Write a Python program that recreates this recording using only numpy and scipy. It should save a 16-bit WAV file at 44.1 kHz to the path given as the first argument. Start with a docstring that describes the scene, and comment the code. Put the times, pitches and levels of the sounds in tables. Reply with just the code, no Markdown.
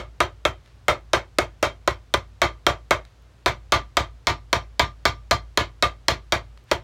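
"""A shoemaker hammers a leather sole on an iron last, about four blows a second, first towards the heel, then the waist.
Each blow is filtered bursts for the crack and knock of the sole, decaying sines for the ringing hammer and iron,
and low sines for the thud of stand and floor. In two pauses a hand slides over the shoe as swelling noise; a short
soft swell also comes in just before the final blow, and small ticks of handling are scattered between.
Behind it the small workshop answers with dense echoes and hums softly; a fast limiter holds the attacks down."""
import sys
import numpy as np
from scipy import signal
from scipy.fft import rfft, irfft
from scipy.io import wavfile
from scipy.ndimage import uniform_filter1d

SR = 44100
rng = np.random.default_rng(int(sys.argv[2]) if len(sys.argv) > 2 else 0)


def to_wav(s):
    """Save 16-bit WAV."""
    ch = np.atleast_2d(s).T  # columns
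    pcm = np.round(np.clip(ch, -1, 1) * 32767)  # PCM
    wavfile.write(sys.argv[1], SR, pcm.astype(np.int16))


N = 301581
SIZE = 24576  # samples given to one blow
AGE = np.arange(SIZE) / SR  # seconds since the start of a blow
HZ = np.maximum(np.arange(SIZE // 2 + 1) * SR / SIZE, 1)


def from_db(db):
    """Decibels to gain."""
    return 10 ** (np.asarray(db) / 20)


def unit(x):
    """Scale to an energy of one."""
    return x / np.sqrt(np.sum(x ** 2) + 1e-20)


def at_hz(points, hz):
    """Read a curve on a log-frequency axis."""
    points = np.array(points)
    return np.interp(np.log(hz), np.log(points[:, 0]), points[:, 1])


def at_place(ends, place):
    """A value between the heel (0) and the waist (1)."""
    return (1 - place) * ends[0] + place * ends[1]


def fade(t60):
    """Exponential decay over one blow, falling 60 dB in t60 seconds."""
    return np.exp(-np.log(1000) * AGE / t60)


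def add(out, start_s, sound):
    """Mix a sound in at a time, trimmed to the scene."""
    start = round(start_s * SR)
    first, last = max(start, 0), min(start + len(sound), N)
    out[first:last] += sound[first - start:last - start]


def wander(per_s, count):
    """A smooth random curve over the scene, taking a new value per_s times a second."""
    return np.interp(np.arange(N) / SR * per_s, np.arange(count), rng.standard_normal(count))


def noise(spectrum):
    """Steady coloured noise, rms 1."""
    hz = np.maximum(np.arange(N // 2 + 1) * SR / N, 1)
    coloured = irfft(rfft(rng.standard_normal(N)) * from_db(at_hz(spectrum, hz)), N)
    return np.sqrt(N) * unit(coloured)


def bumps_db(peaks, spread):
    """Gain in dB of a set of resonances, each a little stronger or weaker every time."""
    gain_db = 0
    for hz, width_hz, db in peaks:
        height_db = db * (1 + spread * rng.normal())
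        gain_db = gain_db + height_db / (1 + (2 * (HZ - hz) / width_hz) ** 2)
    return gain_db


def shelf_db(hz, db):
    """Gain in dB of a treble shelf."""
    return db / (1 + (hz / HZ) ** 4)


def through(x, gain_db):
    """Causal (minimum-phase) filter with the given gain, made by folding the cepstrum."""
    cepstrum = irfft(np.log(from_db(gain_db)))
    cepstrum[1:SIZE // 2] *= 2
    cepstrum[SIZE // 2 + 1:] = 0
    return irfft(rfft(x) * np.exp(rfft(cepstrum)))


# motor hum, two steady pitches: pitch_hz [Hz], level_db [dB rms before the waver]
MOTOR_HUM = [(59, -55.5), (119, -62)]
# colour of the air in the workshop: pitch_hz [Hz], level_db [relative dB per Hz]
AIR_COLOUR = [(30, -4), (90, 13), (194, -4.5), (300, -6), (540, -8), (866, -10.5), (1280, -12),
              (2170, -16.5), (4080, -19.5), (6720, -25), (14000, -38)]


def workshop(air_db=-54.5, waver_db=2.5, waver_per_s=6):
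    """A motor hum of two gently wavering sines under steady coloured room noise."""
    t, hum = np.arange(N) / SR, 0
    for hz, db in MOTOR_HUM:
        level_db = db + waver_db * wander(waver_per_s, 128)
        hum = hum + np.sqrt(2) * from_db(level_db) * np.sin(2 * np.pi * (hz * t + rng.random()))
    return hum + from_db(air_db) * noise(AIR_COLOUR)


# decay of the workshop: pitch_hz [Hz], t60_s [s]
ROOM_DECAY = [(100, 0.32), (400, 0.19), (1200, 0.16), (3500, 0.16), (7000, 0.14), (15000, 0.092)]
# colour of its echoes: pitch_hz [Hz], level_db [relative dB]
ECHO_COLOUR = [(100, 11.5), (250, -4), (350, -0.5), (460, -5.5), (600, 0.5), (1150, 1), (1700, -4),
               (2900, 0.5), (3700, -2.5), (7000, -4.5), (9500, -3.5), (15000, -7)]


def echoes(build_s=0.0073, gap_s=0.0048):
    """The workshop's answer to a click: dense echoes that build up, then die band by band."""
    white, tail = rfft(rng.standard_normal(SIZE)), 0
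    swell = 1 - np.exp(-np.maximum(AGE - gap_s, 0) / build_s)
    edges = [0, *np.geomspace(150, SR / 2, 11)]
    for low, high in zip(edges, edges[1:]):
        centre = (low + high) / 2
        band = irfft(white * ((HZ >= low) & (HZ < high)))
        envelope = unit(swell * fade(at_hz(ROOM_DECAY, centre)))
        tail = tail + band * envelope * from_db(at_hz(ECHO_COLOUR, centre))
    return tail


# short swells of soft noise, the last just before the final blow:
# start_s [s], length_s [s], level_db [dB at mid-swell, before the unevenness]
NOISE_SWELLS = [(0.544, 0.31, -68), (2.98, 0.38, -75.5), (6.67, 0.12, -53)]
# colour of the swells and the ticks: pitch_hz [Hz], level_db [relative dB per Hz]
SOFT_COLOUR = [(200, -22), (1200, 5.5), (2200, 5.5), (4500, 0), (8000, -12), (15000, -25.5)]


def soft_swells(flutters_per_s=35, flutter_db=2.5):
    """Noise swells and fades unevenly: a hand on the shoe in two pauses, then a short swell by the final blow."""
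    t, swell = np.arange(N) / SR, 0
    for start_s, length_s, db in NOISE_SWELLS:
        progress = np.clip((t - start_s) / length_s, 0, 1)
        swell = swell + from_db(db) * np.sin(np.pi * progress)
    flutter = from_db(flutter_db * wander(flutters_per_s, 512))
    return swell * flutter * noise(SOFT_COLOUR)


# small ticks of handling: start_s [s], level_db [dB peak]
HANDLING_TICKS = [(0.66, -45.5), (0.676, -45.5), (1.908, -27), (2.176, -32), (3.051, -37), (6.575, -41)]


def ticks(tick_t60=0.014, room_db=-5):
    """The shoe ticks as it shifts: short noise bursts with the room's echoes."""
    out = np.zeros(N)
    for start_s, db in HANDLING_TICKS:
        burst = unit(rng.standard_normal(SIZE) * fade(tick_t60))
        tick = through(burst + from_db(room_db) * echoes(), at_hz(SOFT_COLOUR, HZ))
        add(out, start_s, from_db(db) * tick / np.abs(tick).max())
    return out


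# the stand and the boards under it: delay_s [s], pitch_hz [Hz], level_db [relative dB], t60_s [s]
FLOOR_MODES = [(.003, 67, -19, 0.15), (.005, 135, -26, 0.11), (0.0355, 102, -15, 0.051),
               (0.046, 54.85, -33, 0.94), (0.044, 91.4, -38, 0.43), (0.043, 112, -40, .45)]


def floor_thud(rise_s=0.0019):
    """The stand thuds almost at once; the boards rebound a moment later and rumble on as low sines."""
    thud = 0
    for delay_s, hz, db, t60 in FLOOR_MODES:
        age = np.maximum(AGE - delay_s, 0)
        envelope = (1 - np.exp(-age / rise_s)) * np.exp(-np.log(1000) * age / t60)
        thud = thud + from_db(db) * envelope * np.sin(2 * np.pi * hz * age)
    return thud


def ringing(modes, spread_db=2.5, detune=0.0046, waver=1.0, waver_hz=70, longest_t60=.19):
    """Struck modes, each with a new strength at every blow; their own echoes make them waver."""
    out = np.zeros(SIZE)
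    for hz, db, t60 in modes:
        knots = rng.standard_normal((2, 64))
        scatter = np.interp(AGE * waver_hz, np.arange(64), knots[0] + 1j * knots[1])
        tone = np.exp(2j * np.pi * hz * (1 + detune * rng.normal()) * AGE)
        wavering = ((1 + waver * scatter) * tone).imag / np.sqrt(1 + 2 * waver ** 2)
        # hand and leather damp the metal, so no mode rings past longest_t60
        out += from_db(db + spread_db * rng.normal()) * fade(min(t60, longest_t60)) * wavering
    return out


# modes of the iron last and stand: pitch_hz [Hz], level_db [relative dB], t60_s [s before damping]
IRON_MODES = [(1187, -17.5, .19), (970, -31.5, .15), (2080, -30.5, 0.25), (4320, -36, 0.18),
              (5464, -37.5, 0.47), (5920, -40, 0.27), (6240, -42, .14), (7200, -47.5, 0.19),
              (7100, -41, .14), (8800, -52, .12)]


def iron_ring(level_db):
    """The iron last and stand ring briefly as damped modes."""
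    return from_db(level_db) * ringing(IRON_MODES)


# modes of the hammer and its handle: pitch_hz [Hz], level_db [relative dB], t60_s [s before damping]
HAMMER_MODES = [(353.3, -27, 0.27), (596, -34.5, .19), (1278, -32, 0.2), (2180, -32, 0.22),
                (3070, -37, 0.16), (3170, -32, 0.2), (3720, -35.5, .11), (3950, -39, .13),
                (4220, -39.5, .13)]


def hammer_ring(lively_db, per_lively=1.1):
    """The hammer and handle ring as damped modes, louder on a lively blow."""
    return from_db(per_lively * lively_db) * ringing(HAMMER_MODES)


def contact(shortest_s=.0006, longest_s=.0026, bounce=0.64, crush_t60=0.043, crush_db=-9,
            bass_lag_s=0.002794, lag_hz=800, soft_hz=4500, count=3):
    """The push into the sole: a soft click smeared by quick reflections, with the crunch of the leather giving way."""
    # bending waves travel slower at low pitch, so the knock arrives after the crack
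    travel_s = bass_lag_s / (1 + (HZ / lag_hz) ** 2)
    dispersion = np.exp(-2j * np.pi * np.cumsum(travel_s) * SR / SIZE)
    softness = 1 / (1 + 1j * HZ / soft_hz)
    crush = from_db(crush_db) * unit(rng.standard_normal(SIZE) * fade(crush_t60))
    smear = 1
    for delay_s in np.geomspace(shortest_s, longest_s, count) * rng.uniform(.8, 1.2, count):
        lag = np.exp(-2j * np.pi * HZ * delay_s)
        smear = smear * (lag - bounce) / (1 - bounce * lag)  # all-pass reflection
    return irfft(dispersion * softness * (smear + rfft(crush)))


def crack(length_s=.0017, low_hz=3000):
    """The steel face slaps flat on the leather: a very short, bright burst."""
    burst = unit(rng.standard_normal(SIZE) * np.exp(-(AGE / length_s) ** 2))
    return signal.sosfilt(signal.butter(2, low_hz, "high", fs=SR, output="sos"), burst + 1e-18)


def lesser_modes(count=24):
    """Gain in dB of the shoe's many small resonances, new at every blow; a shelf offsets their mean lift."""
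    hz = np.geomspace(1400, 9000, count) * np.exp(rng.normal(0, .03, count))
    return bumps_db(zip(hz, .025 * hz, rng.uniform(0, 8, count)), 0) - shelf_db(1300, 1.5)


# response of the shoe on the last, struck at either end: pitch_hz [Hz], level_db [relative dB]
HEEL_RESPONSE = [(60, -24.5), (190, -21.5), (350, -11.5), (600, -7), (1200, -10.5), (2200, -11.5),
                 (3700, -15.5), (5000, -25), (7000, -27.5), (11000, -35.5), (16000, -38.5)]
WAIST_RESPONSE = [(60, -20), (190, -15), (320, -9), (600, -8.5), (1200, -6), (2200, -7.5), (4000, -10.5),
                  (5000, -15), (7000, -20), (8200, -29), (16000, -35)]
# its resonances and the dips between them: pitch_hz [Hz], width_hz [Hz], level_db [dB before the spread]
HEEL_RESONANCES = [(354, 83, 7), (623, 140, 6), (814, 100, -4), (1030, 93, 2.5), (1118, 18, -8),
                   (1246, 110, 4), (1390, 180, 3), (1630, 120, 1), (2190, 170, 3.5), (3065, 390, -11.5),
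                   (3200, 120, 11), (3680, 80, 3), (5920, 1300, 5)]
WAIST_RESONANCES = [(510, 44, -2.5), (685, 96, 8), (773, 90, -8.5), (972, 110, 5), (1210, 55, 1.5),
                    (1360, 58, -4.5), (1556, 130, -1), (1834, 110, -5), (2120, 360, 3.5), (2880, 580, -10),
                    (3160, 370, 8.5), (3700, 200, 3.5), (4220, 250, 4)]
# lift of the clack resonance: heel_db [dB], waist_db [dB], both before force
CLACK_LIFT = (9, 4)
CLACK_PER_FORCE = .8  # dB per dB of force
# a flat landing deepens the knock and sharpens the crack and the snap: dB per dB of flatness
KNOCK_PER_FLAT, CRACK_PER_FLAT, SNAP_PER_FLAT = 1, .7, 1


def sole(place, force_db, flat_db, lively_db, clack_hz, direct_db=33, wet_db=27.5, slap_db=0,
         room_peaks=0.84, spread=0.18, knock_hz=571, knock_width=110, knock_peak_db=5, clack_width=80):
    """One blow on the leather, coloured by where, how hard and how squarely the hammer lands."""
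    knock_db = KNOCK_PER_FLAT * flat_db
    crack_db = -2.43 + CRACK_PER_FLAT * flat_db
    snap_db = -0.3 + SNAP_PER_FLAT * flat_db
    clack_db = at_place(CLACK_LIFT, place) + CLACK_PER_FORCE * force_db
    colour = at_place((at_hz(HEEL_RESPONSE, HZ), at_hz(WAIST_RESPONSE, HZ)), place)
    colour = colour + knock_db - shelf_db(730, knock_db)  # knock: the lows
    colour = colour + shelf_db(1800, crack_db) + shelf_db(5600, snap_db - crack_db)
    peaks = at_place((bumps_db(HEEL_RESONANCES, spread), bumps_db(WAIST_RESONANCES, spread)), place)
    # each blow favours one low resonance (the knock) and one about an octave above it (the clack)
    favoured = [(knock_hz, knock_width, knock_peak_db), (clack_hz, clack_width, clack_db)]
    peaks = peaks + bumps_db(favoured, 0) + lesser_modes()
    direct = through(contact() + from_db(slap_db) * crack(), direct_db + colour + peaks)
    # the room gathers sound from all sides of the shoe, which evens out its peaks
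    room = through(echoes(), wet_db + lively_db + colour + room_peaks * peaks)
    return direct + room


# hammer blows: start_s [s], place [0 heel - 1 waist], force_db [dB], flatness_db [dB],
# liveliness_db [dB], clack_hz [Hz]
HAMMER_BLOWS = [(-0.045, 0.11, 3, -0.5, -4, 1204), (0.2038, .1, 0, -4.5, 1.5, 1235),
                (0.4517, 0, -2.5, -2, 0.5, 1217), (0.8824, 0.048, -1, 0, 3.5, 1270),
                (1.133, 0.13, -1, -2.5, 4.5, 1363), (1.3855, .1, -0.5, 1.5, -1.5, 1233),
                (1.6272, 0.18, -3.5, 0.5, 4.5, 1410), (1.8759, 0.16, -2, -4.5, -1, 1038),
                (2.1393, 0.3, -1.5, -1, -4, 1030), (2.4175, .6, 3, -6.5, 3, 1147),
                (2.666, 0.2, 3, -2, 1, 1166), (2.9085, 0.021, 1, -3, 1.5, 1175),
                (3.4602, 0.64, -2.5, 0, 2.5, 1010), (3.7216, 0.83, 1, -2.5, 3.5, 1196),
                (3.9695, 0.76, 2, -3, -0.5, 1250), (4.2703, 1, -2, -2, 3, 1186),
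                (4.5292, 0.79, -.5, -2.5, 0.5, 1030), (4.795, 1, 0.5, -3, 0, 997),
                (5.0535, 0.95, -3, -1, 0.5, 996), (5.3107, 0.98, -1, -0.5, -1, 1213),
                (5.5741, .9, -0.5, 0, 1, 1050), (5.825, 0.65, -3, -0.5, 2, 1202),
                (6.083, 0.87, -1.5, 1, 1.5, 1098), (6.3224, 0.61, -4.5, -1.5, 4, 1190),
                (6.714, 0.23, -4, 2, -1, 930)]
# the waist lies over the stand, so blows there drive iron and floor harder: heel_db [dB], waist_db [dB]
IRON_DRIVE = (-9.5, 2)
THUD_DRIVE = (-4.5, 0.27)
IRON_PER_FORCE, THUD_PER_FORCE = 0.54, .25  # dB per dB of force


def hammering():
    """Every blow sounds the sole, the hammer, the iron and the floor together."""
    out, thud = np.zeros(N), floor_thud()
    for start_s, place, force_db, flat_db, lively_db, clack_hz in HAMMER_BLOWS:
        place = np.clip(place, 0, 1)
        struck = sole(place, force_db, flat_db, lively_db, clack_hz)
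        # a dead blow leaves the hammer, the iron and the room quiet
        struck = from_db(force_db) * (struck + hammer_ring(lively_db))
        iron = iron_ring(at_place(IRON_DRIVE, place) + IRON_PER_FORCE * force_db + lively_db)
        floor = from_db(at_place(THUD_DRIVE, place) + THUD_PER_FORCE * force_db) * thud
        add(out, start_s, struck + iron + floor)
    return out


def scene():
    """All sources at one microphone."""
    return (workshop() + soft_swells() + ticks() + hammering())[None]


def record(dry, limit_db=-4.0, release_db_per_s=200, bass_hz=42, ceiling=.72, cutoff_hz=15900):
    """The microphone drops the deepest bass, a fast limiter holds attacks down, peaks are rounded, the top is cut."""
    dry = signal.sosfilt(signal.butter(4, bass_hz, "high", fs=SR, output="sos"), dry)
    recovery = release_db_per_s * np.arange(N) / SR
    over_db = np.maximum(20 * np.log10(np.abs(dry) + 1e-9) - limit_db, 0)
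    # the reduction jumps up with each peak, then lets go at a steady rate
    held_db = np.maximum.accumulate(over_db + recovery, axis=-1) - recovery
    limited = dry * from_db(-uniform_filter1d(held_db, size=32))
    rounded = limited / (1 + (limited / ceiling) ** 4) ** .25
    return signal.sosfilt(signal.ellip(10, .1, 80, cutoff_hz, fs=SR, output="sos"), rounded)


dry = scene()
out = record(dry)
to_wav(out)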